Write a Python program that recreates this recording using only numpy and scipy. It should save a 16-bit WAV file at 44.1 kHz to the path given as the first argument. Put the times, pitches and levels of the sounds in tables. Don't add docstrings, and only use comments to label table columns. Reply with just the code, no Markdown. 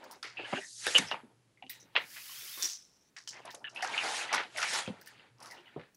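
import sys
import numpy as np
from scipy import signal
from scipy.fft import rfft, irfft, next_fast_len
from scipy.io import wavfile
from scipy.ndimage import uniform_filter1d

SR = 44100
rng = np.random.default_rng(int(sys.argv[2]) if len(sys.argv) > 2 else 0)


def decibels_to_gain(level_db):
    exponent = np.asarray(level_db, float) / 20
    return 10 ** exponent


def store_wav(level_fs):
    pcm = np.round(np.clip(np.atleast_2d(level_fs), -1, 1) * 32767)
    wavfile.write(sys.argv[1], SR, pcm.T.astype(np.int16))


N = 262878

LINK_HZ, TOP_HZ = 11780, 15900
# start in seconds, peak level in dB, shine in dB, air in dB,
# decay time t60 in seconds.
NEAR_TICKS = [(0.042, -45, -26, -9.5, 0.076), (0.113, -38.5, -0.5, -9.5, 0.17), (1.698, -40, 4, 6, 0.22),
              (2.6256, -15, -28.5, -27, 0.061), (2.6318, -26, -21, -25.5, 0.1),
              (2.6463, -19, -21, -24.5, 0.17), (2.7064, -33, -23, -16.5, 0.27),
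              (3.2765, -27.5, -35, -28, 0.24), (3.5064, -41, -12, -12.5, 0.28),
              (4.7351, -23.5, -8, -30, 0.19), (5.014, -47.5, -4, -2, 0.11), (5.0616, -45, -10, -4, 0.17),
              (5.0748, -45, 5, -8, 0.11), (5.4037, -48.5, -4, -25.5, 0.18), (5.4264, -45.5, 1, -16, 0.32),
              (5.46, -45.5, -1, -17, 0.35), (5.5104, -45, -2, -12.5, 0.31), (5.9489, -61, 5, 3, 0.09)]


def unit(x):
    return x / np.sqrt(np.mean(x ** 2) + 1e-20)


def along(points, hz):
    f, v = np.transpose(points)
    octaves_below = np.clip(np.log2(f[0] / (hz + 1)), 0, 9)
    return np.interp(np.log(hz + 1), np.log(f + 1), v) - 30 * octaves_below


def timed_gain(rows):
    s, db = np.transpose(rows)
    return decibels_to_gain(np.interp(np.arange(N) / SR, s, db, -150, -150))


def filtered(x, response):
    m = next_fast_len(x.shape[-1] + 8192)
    return irfft(rfft(x, m) * response(np.fft.rfftfreq(m, 1 / SR)), m)[..., :x.shape[-1]]


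def peak(f, hz, width_hz):
    return 1j * f * width_hz / (hz * hz - f * f + 1j * f * width_hz)


def modes(table):
    return lambda f: sum((-1) ** k * decibels_to_gain(db) * peak(f, hz, w) for k, (hz, w, db) in enumerate(table))


def softened(x, corner_hz, damping, order):
    return filtered(x, lambda f: 1 / (1 - (f / corner_hz) ** 2 + damping * 1j * f / corner_hz) ** order)


def random_field(shape, bins, frames):
    across_hz = uniform_filter1d(rng.standard_normal(shape), size=bins, axis=0)
    return uniform_filter1d(across_hz, size=frames, axis=1)


def patchy(x, patchy_db):
    z = signal.stft(x, nperseg=256)[2]
    gain = decibels_to_gain(patchy_db * unit(random_field(z.shape, bins=4, frames=6)))
    return signal.istft(z * gain, nperseg=256)[1][:N]


def friction(per_s, spread_db, smooth):
    chance, side, size = rng.random((3, N))
    slips = (chance < per_s / SR) * np.sign(side - .5) * decibels_to_gain(-spread_db * np.log(size + 0.00062))
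    return unit(slips) + smooth * rng.standard_normal(N)


def bursts(t60, spike, bend):
    t = np.arange(SR // 5) / SR
    t60 = np.clip(t60, .01, .6)[:, None]
    noise, luck = rng.standard_normal((2, len(t60), len(t)))
    bounces = decibels_to_gain(3.5 * unit(uniform_filter1d(luck, size=150, axis=1)))
    onset = 1 - np.exp(-t / 0.00091)
    rattle = onset * decibels_to_gain(-60 * (t / t60) ** bend) * bounces * noise
    return rattle + spike * (t == 0)


def placed(times, db, sounds):
    out = np.zeros(N + SR)
    for s, level_db, sound in zip(times, db, sounds):
        out[round(s * SR):][:len(sound)] += decibels_to_gain(level_db) * sound / np.abs(sound).max()
    return out[:N]


def rings(s, db, hz, t60, q, broad, wide, spike, bend):
    hz = hz[:, None]
    body = lambda f: (peak(f, hz, hz / q) + broad) * peak(f, hz, wide * hz) ** 4
    return placed(s - .0006, db, filtered(bursts(t60, spike, bend), body))


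def lasting(rows, *same):
    return [(*row, *same) for row in rows]


def strokes(s, hold, first_db, last_db, rise, fall):
    t = np.arange(N) / SR - s[:, None]
    hold = np.abs(hold)[:, None] + 1e-3
    held = first_db[:, None] + (last_db - first_db)[:, None] * np.clip(t / hold, 0, 1)
    return decibels_to_gain(held + rise * np.minimum(t, 0) - fall * np.maximum(t - hold, 0)).sum(0)


def room(x):
    # frequency in Hz, decay time t60 in seconds.
    decay_times = [(200, 0.34), (2000, 0.076), (10000, 0.67)]
    hz, t, z = signal.stft(rng.standard_normal(SR // 2), SR, nperseg=256)
    t60 = np.interp(hz, *np.transpose(decay_times))
    tail = signal.istft(z * decibels_to_gain(-60 * t / t60[:, None]), SR, nperseg=256)[1]
    return signal.fftconvolve(np.pad(x, (300, 0)), tail / np.linalg.norm(tail))[:N]


def quiet():
    # frequency in Hz, density in dB per Hz.
    floor_shape = [(15, -40.5), (25, -11.5), (200, 2.5), (350, -1), (818, -8), (3800, -14.5), (5880, -16.5),
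                   (16000, -22.5)]
    return decibels_to_gain(-73) * unit(filtered(rng.standard_normal(N), lambda f: decibels_to_gain(along(floor_shape, f))))


def rubbing():
    # frequency in Hz, density in dB per Hz.
    rail_shape = [(88, -52.5), (150, -11), (307, -5.5), (550, -10.5), (720, -34.5), (1210, -120)]
    frame_shape = [(320, -26), (550, -12.5), (921, -3), (1060, -11.5), (1400, -12.5), (1820, -39.5),
                   (3080, -120)]
    slat_shape = [(820, -33), (1400, -0.5), (1810, 4.5), (2710, 1), (2930, 0.5), (3800, -4.5), (4940, -11),
                  (8360, -120)]
    fizz_shape = [(2240, -48), (3800, -15), (6700, -9.5), (7380, -12.5), (9250, -15), (11200, -21.5),
                  (12000, -36.5), (15600, -41.5), (22000, -120)]
    # start in seconds, hold in seconds, level in dB,
    # extra weight on frame and rail in dB.
    twists = [(0.0, 0.15, -63.5, 3), (0.387, 0.13, -52, -4.5), (0.532, 0.035, -49, -5),
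              (0.859, 0.044, -39.5, -18.5), (0.968, 0.058, -41, -5.5), (1.115, 0.023, -49.5, -15),
              (1.254, 0.068, -84, 9.5), (1.707, 0.18, -72, -3), (1.989, 0.034, -49.5, -6.5),
              (3.336, 0.052, -57.5, -3), (3.471, 0.034, -57.5, -4.5), (3.611, 0.056, -96, 33.5),
              (3.782, 0.15, -49, -2.5), (3.947, 0.3, -41, -6), (4.32, 0.09, -40, -2),
              (4.58, 0.11, -42, -11), (4.734, 0.056, -38, -5.5), (4.847, 0.15, -64.5, 2),
              (5.068, 0.2, -63.5, -5), (5.419, 0.15, -63, 3), (5.57, 0.29, -67, -6)]
    # start in seconds, hold in seconds, first and last level in dB.
    pulls = [
        (0.024, 0.23, -77, -78),
        (0.496, 0.39, -59.5, -45),
        (0.913, 0.066, -45, -40.5),
        (1.017, 0.038, -72, -67),
        (1.75, 0.039, -59, -75),
        (3.183, 0.12, -76.5, -86),
        (3.917, 0.28, -56, -40.5),
        (4.593, 0.19, -49.5, -39.5),
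        (5.01, 0.097, -78, -69),
    ]
    slips = friction(per_s=3500, spread_db=1.7, smooth=.9)
    s, hold, db, weight_db = np.transpose(twists)
    slats = strokes(s, hold, db, db, rise=403, fall=261)
    frame = strokes(s, hold, db + weight_db, db + weight_db, rise=403, fall=261)
    rail = decibels_to_gain(-14 - 50) * (frame / decibels_to_gain(-50.0)) ** 0.5
    cord = strokes(*np.transpose(pulls), rise=261.5, fall=239.5)
    fizz = decibels_to_gain(-28) * slats + cord
    out = np.zeros(N)
    for shape, gain in ((rail_shape, rail), (frame_shape, frame), (slat_shape, slats), (fizz_shape, fizz)):
        out += gain * unit(filtered(patchy(slips, patchy_db=2.3), lambda f: decibels_to_gain(along(shape, f))))
    return out


def slaps():
    # start in seconds, peak level in dB, centre in Hz, decay time t60 in seconds.
    slap_rows = [(.005, -54, 262, 0.5), (0.867, -55, 77, 0.13), (1.134, -47, 203, 0.22),
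                 (1.841, -59.5, 190, 0.29), (1.955, -23, 2450, 0.055), (1.964, -10, 2680, 0.021),
                 (1.970, -16, 2430, 0.062), (1.976, -20, 2070, 0.046), (3.333, -43, 2500, .03),
                 (3.403, -42.5, 586, 0.027), (3.479, -35, 3100, 0.032), (3.493, -47, 2500, .02),
                 (3.55, -33.5, 3600, .025), (4.214, -29, 3040, .025), (4.383, -36, 2500, .02),
                 (4.5630, -29, 2100, 0.012), (4.618, -23, 2200, 0.098), (4.636, -21, 2000, .02),
                 (4.789, -29, 1510, 0.023), (4.876, -29.5, 3000, 0.11), (0.231, -55, 2520, 0.22),
                 (.53, -33, 736, 0.051), (1.70, -39.5, 2870, 0.31), (1.956, -31.5, 820, 0.12),
                 (1.965, -22, 1610, 0.1), (3.9775, -27, 2660, .015), (5.232, -51, 3500, .015),
                 (5.763, -33.5, 316, 0.063), (5.798, -46, 2000, .02)]
    hit = rings(*np.transpose(slap_rows), q=3, broad=1.2, wide=2.2, spike=14, bend=1)
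    return softened(hit, 4800, damping=1.3, order=4)


def clacks():
    # start in seconds, peak level in dB, ring in Hz, decay time t60 in seconds.
    edge_blows = [(0.371, -33.5, 2634, 0.17), (0.4453, -36, 2950, 0.071), (0.523, -38, 2840, 0.067),
                  (0.5584, -37, 2490, 0.14), (0.858, -32, 2630, 0.03), (0.8674, -24, 3750, 0.063),
                  (0.948, -22.5, 2800, 0.022), (0.9523, -10.5, 2934, 0.034), (0.9574, -21, 2710, 0.037),
                  (0.962, -14.5, 2970, 0.037), (0.9824, -23, 2156, 0.021), (0.9862, -29.5, 3700, 0.052),
                  (1.1139, -25, 2844, 0.042), (1.1527, -38, 2430, 0.032), (1.955, -24.5, 2780, 0.1),
                  (1.9638, -23, 3110, 0.048), (1.9552, -30.5, 4010, 0.04), (3.6432, -33.5, 2946, 0.091),
                  (3.6705, -37, 2780, 0.044), (3.7618, -31.5, 2675, 0.07), (3.939, -32, 2180, 0.032),
                  (3.978, -22.5, 2735, 0.077), (4.2094, -34, 2540, 0.061), (4.3306, -26, 2200, 0.15),
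                  (4.3423, -29, 3970, 0.078), (4.3594, -34, 3400, 0.073), (4.5625, -37, 2120, 0.023),
                  (4.6289, -39, 2360, 0.08), (4.7287, -36, 3420, 0.22), (4.7874, -35, 3340, 0.17)]
    low_taps = [(0.229, -35.5, 1380, 0.32), (0.242, -32, 2040, 0.36), (0.527, -23, 690, 0.14),
                (0.031, -43, 560, 0.3), (0.8687, -18.5, 1660, 0.053), (0.949, -23, 1630, 0.12),
                (0.982, -14.5, 2100, 0.049), (1.115, -22.5, 935, 0.026), (1.122, -27.5, 874, 0.2),
                (1.953, -27, 1120, 0.17), (1.964, -23.5, 1980, 0.18), (2.163, -35.5, 1990, 0.23),
                (2.575, -44, 1100, 0.51), (2.624, -36.5, 1810, 0.35), (3.275, -42.5, 1600, 0.058),
                (3.451, -38.5, 664, 0.23), (3.544, -40.5, 640, 0.12), (3.165, -39, 1860, 0.19),
                (5.796, -44, 1680, 0.26), (3.828, -31, 1510, 0.53), (3.846, -25, 886, 0.28),
                (4.036, -27, 820, 0.75), (4.328, -26, 2140, 0.3), (4.339, -17.5, 1090, 0.11),
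                (4.381, -19.5, 1760, 0.067), (4.4, -27, 1440, 0.14), (4.556, -41, 665, 0.59),
                (4.584, -33, 1420, 0.21), (4.629, -19.5, 1770, 0.11), (5.413, -47, 970, 0.5)]
    # start in seconds, peak level in dB, ring in Hz.
    brushes = [(0.2279, -43, 3470), (0.3994, -51, 2750), (1.6254, -39.5, 2810), (1.666, -51, 2910),
               (1.6955, -36.5, 3870), (3.275, -37.5, 3060), (3.8067, -43, 2700), (4.01, -31, 2500),
               (5.1966, -47.5, 2880), (5.4585, -53, 3800), (5.5782, -59, 1900), (5.69, -58, 1500)]
    nudges = [(0.57, -35, 1640), (0.645, -44, 1820), (0.102, -51, 1010), (0.388, -42.5, 786),
              (1.155, -53, 870), (1.574, -57, 2130), (1.624, -42, 774), (1.699, -42.5, 1940),
              (2.295, -49.5, 1048), (3.676, -46, 1377), (3.333, -52, 2000), (3.391, -50, 1020),
              (3.477, -44.5, 970), (3.644, -34, 1700), (3.94, -46, 2190), (4.292, -33, 2000),
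              (5.073, -44.5, 1765), (5.438, -48, 1246), (5.548, -51, 1830), (3.73, -52, 690)]
    high = rings(*np.transpose(edge_blows), q=24, broad=.18, wide=0.7, spike=11, bend=1.5)
    low = rings(*np.transpose(low_taps), q=5.2, broad=0.6, wide=3.0, spike=8.6, bend=0.94)
    touches = lasting(brushes, 0.11) + lasting(nudges, 0.13)
    light = rings(*np.transpose(touches), q=14, broad=.3, wide=.7, spike=14, bend=.9)
    return softened(high + low + light, 4500, damping=1.3, order=2)


def edge_ticks():
    # start in seconds, peak level in dB, ring in Hz, shine in dB, decay time t60 in seconds.
    far_ticks = [(0.229, -31, 4700, -14, 0.36), (0.868, -27, 5580, 5.5, 0.11),
                 (0.9817, -17.5, 6600, -7.5, 0.058), (0.986, -14, 5700, -6, 0.038),
                 (1.114, -34, 4440, -36.5, 0.077), (1.806, -56.5, 6110, 3.5, 0.12),
                 (1.954, -52.5, 4000, -51, 0.1), (3.1669, -37.5, 5190, -44.5, 0.31),
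                 (3.455, -44, 5480, 2.5, 0.11), (3.548, -36, 6440, 1.5, 0.069),
                 (3.696, -46, 5460, -28, 0.21), (3.749, -47.5, 5060, -2.5, 0.82),
                 (3.825, -30.5, 5300, -8, 0.42), (4.036, -29, 4970, -10.5, 0.96),
                 (4.3297, -21, 5240, -10.5, 0.22), (4.345, -35.5, 5230, 9, 0.14), (4.574, -30, 5400, -5, 1),
                 (4.629, -21, 5200, -12, 0.068)]
    # 16 Hz per dB, 5 kHz at -52 dB
    near = [(s, db, 5000 + 16 * (db + 52), shine_db, t60) for s, db, shine_db, _, t60 in NEAR_TICKS]
    s, db, hz, shine_db, t60 = np.transpose(far_ticks + near)
    ring = rings(s, db, hz, t60, q=3.2, broad=0.88, wide=1.1, spike=12.7, bend=1.0)
    shine = filtered(bursts(0.41 * t60, spike=11, bend=1.0), lambda f: peak(f, 9800, 5400) ** 3)
    return ring + placed(s - .001, db + shine_db, shine)


def tick_air():
    s, db, _, air_db, t60 = np.transpose(NEAR_TICKS)
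    above_link = lambda f: np.clip((f - LINK_HZ) / 500 + 1, 0, 1)
    air = filtered(bursts(0.39 * t60, spike=9, bend=1.6), lambda f: peak(f, 14000, 4000) ** 3 * above_link(f))
    return placed(s - .001, db + air_db, air)


def catches():
    # start in seconds, peak level in dB, centre in Hz, decay time t60 in seconds.
    catch_rows = [(.1115, -63, 2940, .04), (.447, -46, 1600, .04), (.556, -34, 1540, 0.12),
                  (.583, -37, 624, 0.046), (1.625, -48, 2320, 0.069), (1.666, -50, 2830, .03),
                  (1.696, -45, 4840, 0.036), (1.726, -49, 2000, 0.072), (1.953, -44, 625, 0.05),
                  (1.9655, -46, 4300, 0.049), (1.976, -41, 4100, 0.067), (1.978, -35.5, 520, 0.037),
                  (2.003, -36, 2100, .08), (2.038, -45, 2000, 0.036), (3.508, -47, 3900, .04),
                  (3.8235, -32, 5000, .02), (3.848, -30.5, 1540, 0.054), (5.41, -51.5, 660, 0.27),
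                  (5.46, -48, 1500, .1), (5.58, -53, 2800, .04), (5.797, -54, 2500, .015)]
    dry_contacts = rings(*np.transpose(catch_rows), q=5.7, broad=0.59, wide=1.1, spike=7, bend=0.99)
    return softened(dry_contacts, 5600, damping=1, order=2)


def knocks():
    # start in seconds, peak level in dB, centre in Hz.
    sill_blows = [(0.247, -47.5, 446), (0.397, -35, 435), (0.53, -30.5, 265), (0.868, -30, 480),
                  (0.953, -28.5, 507), (0.99, -31.5, 222), (1.04, -48, 117), (1.128, -45, 437),
                  (1.235, -47, 257.5), (1.64, -52.5, 243.4), (1.966, -36, 510), (2.428, -59, 398),
                  (2.575, -51, 407), (2.638, -49, 356), (4.345, -37, 333), (4.878, -32, 189),
                  (4.879, -34, 500), (5.764, -37, 420), (5.767, -42, 137), (5.779, -37, 480)]
    return rings(*np.transpose(lasting(sill_blows, 0.15)), q=4, broad=1.1, wide=1.8, spike=18, bend=1.1)


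def hum():
    # start in seconds, hold in seconds, first and last level in dB.
    openings = [
        (0.3, 0.15, -70.5, -65.5),
        (0.84, 1.79, -70.5, -74.5),
        (3.36, 2.24, -71, -68),
    ]
    flutter = unit(filtered(rng.standard_normal(N), lambda f: peak(f, 120, 36) ** 2))
    gate = strokes(*np.transpose(openings), rise=82, fall=82)
    return gate * (.7 * np.sin(2 * np.pi * 120 * np.arange(N) / SR) + .5 * flutter)


def scrapes():
    # start in seconds, peak level in dB, ring in Hz, length in seconds.
    scrape_rows = [(0.392, -42, 2830, 0.061), (0.447, -39, 1630, 0.04), (.448, -45, 2480, 0.045),
                   (0.476, -43, 780, 0.035), (0.486, -43, 2000, 0.064), (.524, -33.5, 2180, 0.041),
                   (0.545, -30.5, 2830, 0.084), (0.549, -49, 3400, 0.045), (0.571, -39.5, 388, 0.023),
                   (0.611, -41, 1870, 0.1), (3.36, -45.5, 2060, 0.024), (3.415, -57, 2750, .02),
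                   (3.453, -54, 3680, 0.023), (3.49, -44, 1810, 0.068), (3.507, -50, 3740, .018),
                   (3.532, -48, 810, 0.026), (3.563, -55, 554, 0.068), (1.724, -54, 1910, 0.15),
                   (3.802, -35.5, 2870, 0.041), (3.823, -30, 766, 0.03), (3.824, -27.5, 1820, 0.018),
                   (3.86, -35, 1650, .03), (3.888, -38, 935, .07), (3.936, -30, 2300, 0.024),
                   (3.983, -24.5, 2850, .04), (4.547, -42, 675, 0.19), (4.568, -40, 2620, 0.024),
                   (4.595, -35, 1420, 0.1), (4.652, -32, 2200, 0.078), (4.678, -31.5, 5370, 0.1),
                   (4.737, -41, 2160, 0.14), (4.768, -36, 3500, 0.036), (4.859, -39, 2560, 0.023),
                   (5.39, -53, 1020, 0.071), (5.457, -49, 1120, 0.048), (5.503, -40, 1940, .075),
                   (5.574, -51, 2930, 0.064), (5.569, -56, 355, 0.13), (5.655, -50, 2940, 0.083),
                   (5.673, -52, 2000, 0.035), (5.722, -65, 2300, .04), (0.865, -29, 1665, 0.059),
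                   (1.064, -37.5, 5360, 0.11), (1.11, -38, 3800, 0.01), (1.703, -50, 3880, 0.24),
                   (5.013, -51, 1670, 0.022), (5.071, -58, 4570, 0.11), (5.168, -56, 3200, .04),
                   (5.946, -58.5, 5830, .015), (1.799, -49.5, 5900, 0.084)]
    return rings(*np.transpose(scrape_rows), q=11, broad=.12, wide=.7, spike=3, bend=3)


def slide():
    # time in seconds, drag level in dB.
    drag_levels = [
        (1.93, -80),
        (2.02, -64.5),
        (2.136, -53),
        (2.338, -50),
        (2.414, -49),
        (2.566, -48.5),
        (2.64, -44.5),
        (2.72, -61),
        (2.79, -88),
    ]
    # time in seconds, pitch of the hollow in Hz.
    hollow_pitch = [
        (2, 1723),
        (2.13, 1757),
        (2.159, 2322),
        (2.25, 2817),
        (2.349, 3200),
        (2.451, 3515),
        (2.476, 3070),
        (2.55, 3660),
        (2.62, 3540),
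    ]
    slips = patchy(friction(per_s=2000, spread_db=-1, smooth=1.2), patchy_db=1.2)
    pitch = np.interp(np.arange(N) / SR, *np.transpose(hollow_pitch))
    band = filtered(slips, lambda f: peak(f, 3000, 220) ** 2)
    glide = np.exp(2j * np.pi * np.cumsum(pitch - 3000) / SR)
    shifted = np.real(signal.hilbert(band) * glide)
    broad = unit(filtered(slips, lambda f: peak(f, 2500, 3500) ** 2))
    hollow = unit(patchy(unit(shifted), patchy_db=4.5) + 2.1 * broad)
    edge_modes = lambda f: peak(f, 4800, 3500) + 0.53 * peak(f, 10900, 4600)
    hiss_band = lambda f: np.clip((f - 2800) / 2000, 0, 1) * np.clip((12000 - f) / 200 + .5, 0, 1)
    hiss = unit(filtered(slips, lambda f: edge_modes(f) * hiss_band(f)))
    air = unit(filtered(slips, lambda f: np.clip((f - 12000) / 200 + .5, 0, 1)))
    drag = timed_gain(drag_levels)
    firm = (drag / decibels_to_gain(-48)) ** 0.28
    return drag * (decibels_to_gain(-2.5) * hollow + hiss + decibels_to_gain(1.3) * firm * air)


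def snaps():
    # start in seconds, peak level in dB, centre in Hz, decay time t60 in seconds.
    clean_blows = [
        (2.6308, -15, 6100, .012),
        (3.8262, -27, 1800, .012),
        (3.9800, -21, 2900, .02),
        (4.3312, -21, 2100, .012),
        (4.5848, -23, 2000, .008),
    ]
    return rings(*np.transpose(clean_blows), q=6.4, broad=.6, wide=1.6, spike=25, bend=0.6)


def sizzle():
    # time in seconds, level in dB.
    chatter_levels = [
        (2.62, -90),
        (2.635, -36),
        (2.72, -40.5),
        (2.8, -56.5),
        (2.88, -66.5),
        (2.97, -72),
        (3.1, -76.5),
    ]
    # mode in Hz, width in Hz, level in dB.
    thin_modes = [(5430, 330, -1), (5980, 540, 4.5), (6310, 3100, -5.5)]
    chatter = patchy(friction(per_s=900, spread_db=2.5, smooth=.9), patchy_db=2.5)
    metal = modes(thin_modes)
    return timed_gain(chatter_levels) * unit(filtered(chatter, lambda f: metal(f) * peak(f, 3400, 2400)))


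def pings():
    # start in seconds, peak level in dB.
    bead_hits = [
        (5.385, -54),
        (5.4047, -46.5),
        (5.4282, -42),
        (5.46, -44),
        (5.504, -46),
        (5.512, -39),
        (5.608, -58),
    ]
    hits = lasting(bead_hits, 5200, .02)
    return rings(*np.transpose(hits), q=4, broad=.8, wide=.6, spike=12, bend=1)


def link(f):
    return np.clip((LINK_HZ - f) / 400, 0, 1)


def starved(x, kept):
    z = signal.stft(x, nperseg=512)[2]
    field = random_field(z.shape, bins=8, frames=5)
    return signal.istft(z * (field < np.quantile(field, kept)), nperseg=512)[1][:N]


def loudness(x):
    return np.sqrt(np.abs(uniform_filter1d(x ** 2, size=4000, origin=1200)))


def ducked(floor, far):
    # start in seconds, hold in seconds, first and last level in dB.
    top_openings = [
        (0, .3, -3, -6),
        (1.15, .5, -12, -13),
        (1.704, 1.9, -3, 0),
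        (4.997, 0.13, 0, -6),
        (5.398, 0.62, 0.5, 1),
    ]
    top = filtered(floor, lambda f: 1 - link(f))
    rumble = filtered(floor, lambda f: f < 110)
    bright = loudness(filtered(far, lambda f: f > 4000))
    middle = (floor - top - rumble) / (1 + (bright / decibels_to_gain(-50.0)) ** 2)
    gate = strokes(*np.transpose(top_openings), rise=299.6, fall=120)
    return rumble + middle + starved(top, kept=.7) * gate / (1 + (loudness(far) / decibels_to_gain(-49)) ** 2)


def scene():
    hits = clacks() + snaps() + knocks() + edge_ticks()
    dry_contacts = scrapes() + slaps() + pings() + catches()
    far = filtered(rubbing() + hits + decibels_to_gain(-18) * room(hits) + hum() + dry_contacts, link)
    air = tick_air()
    near = air + decibels_to_gain(-24) * room(air) + slide() + sizzle()
    return (far + near + ducked(quiet(), far))[None]


def roll_off(x):
    return signal.sosfilt(signal.butter(12, 16500, fs=SR, output="sos"), x)


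def record(dry):
    mix = filtered(dry, lambda f: np.clip((TOP_HZ - f) / 200, 0, 1))
    return roll_off(mix)


dry = scene()
out = record(dry)
store_wav(out)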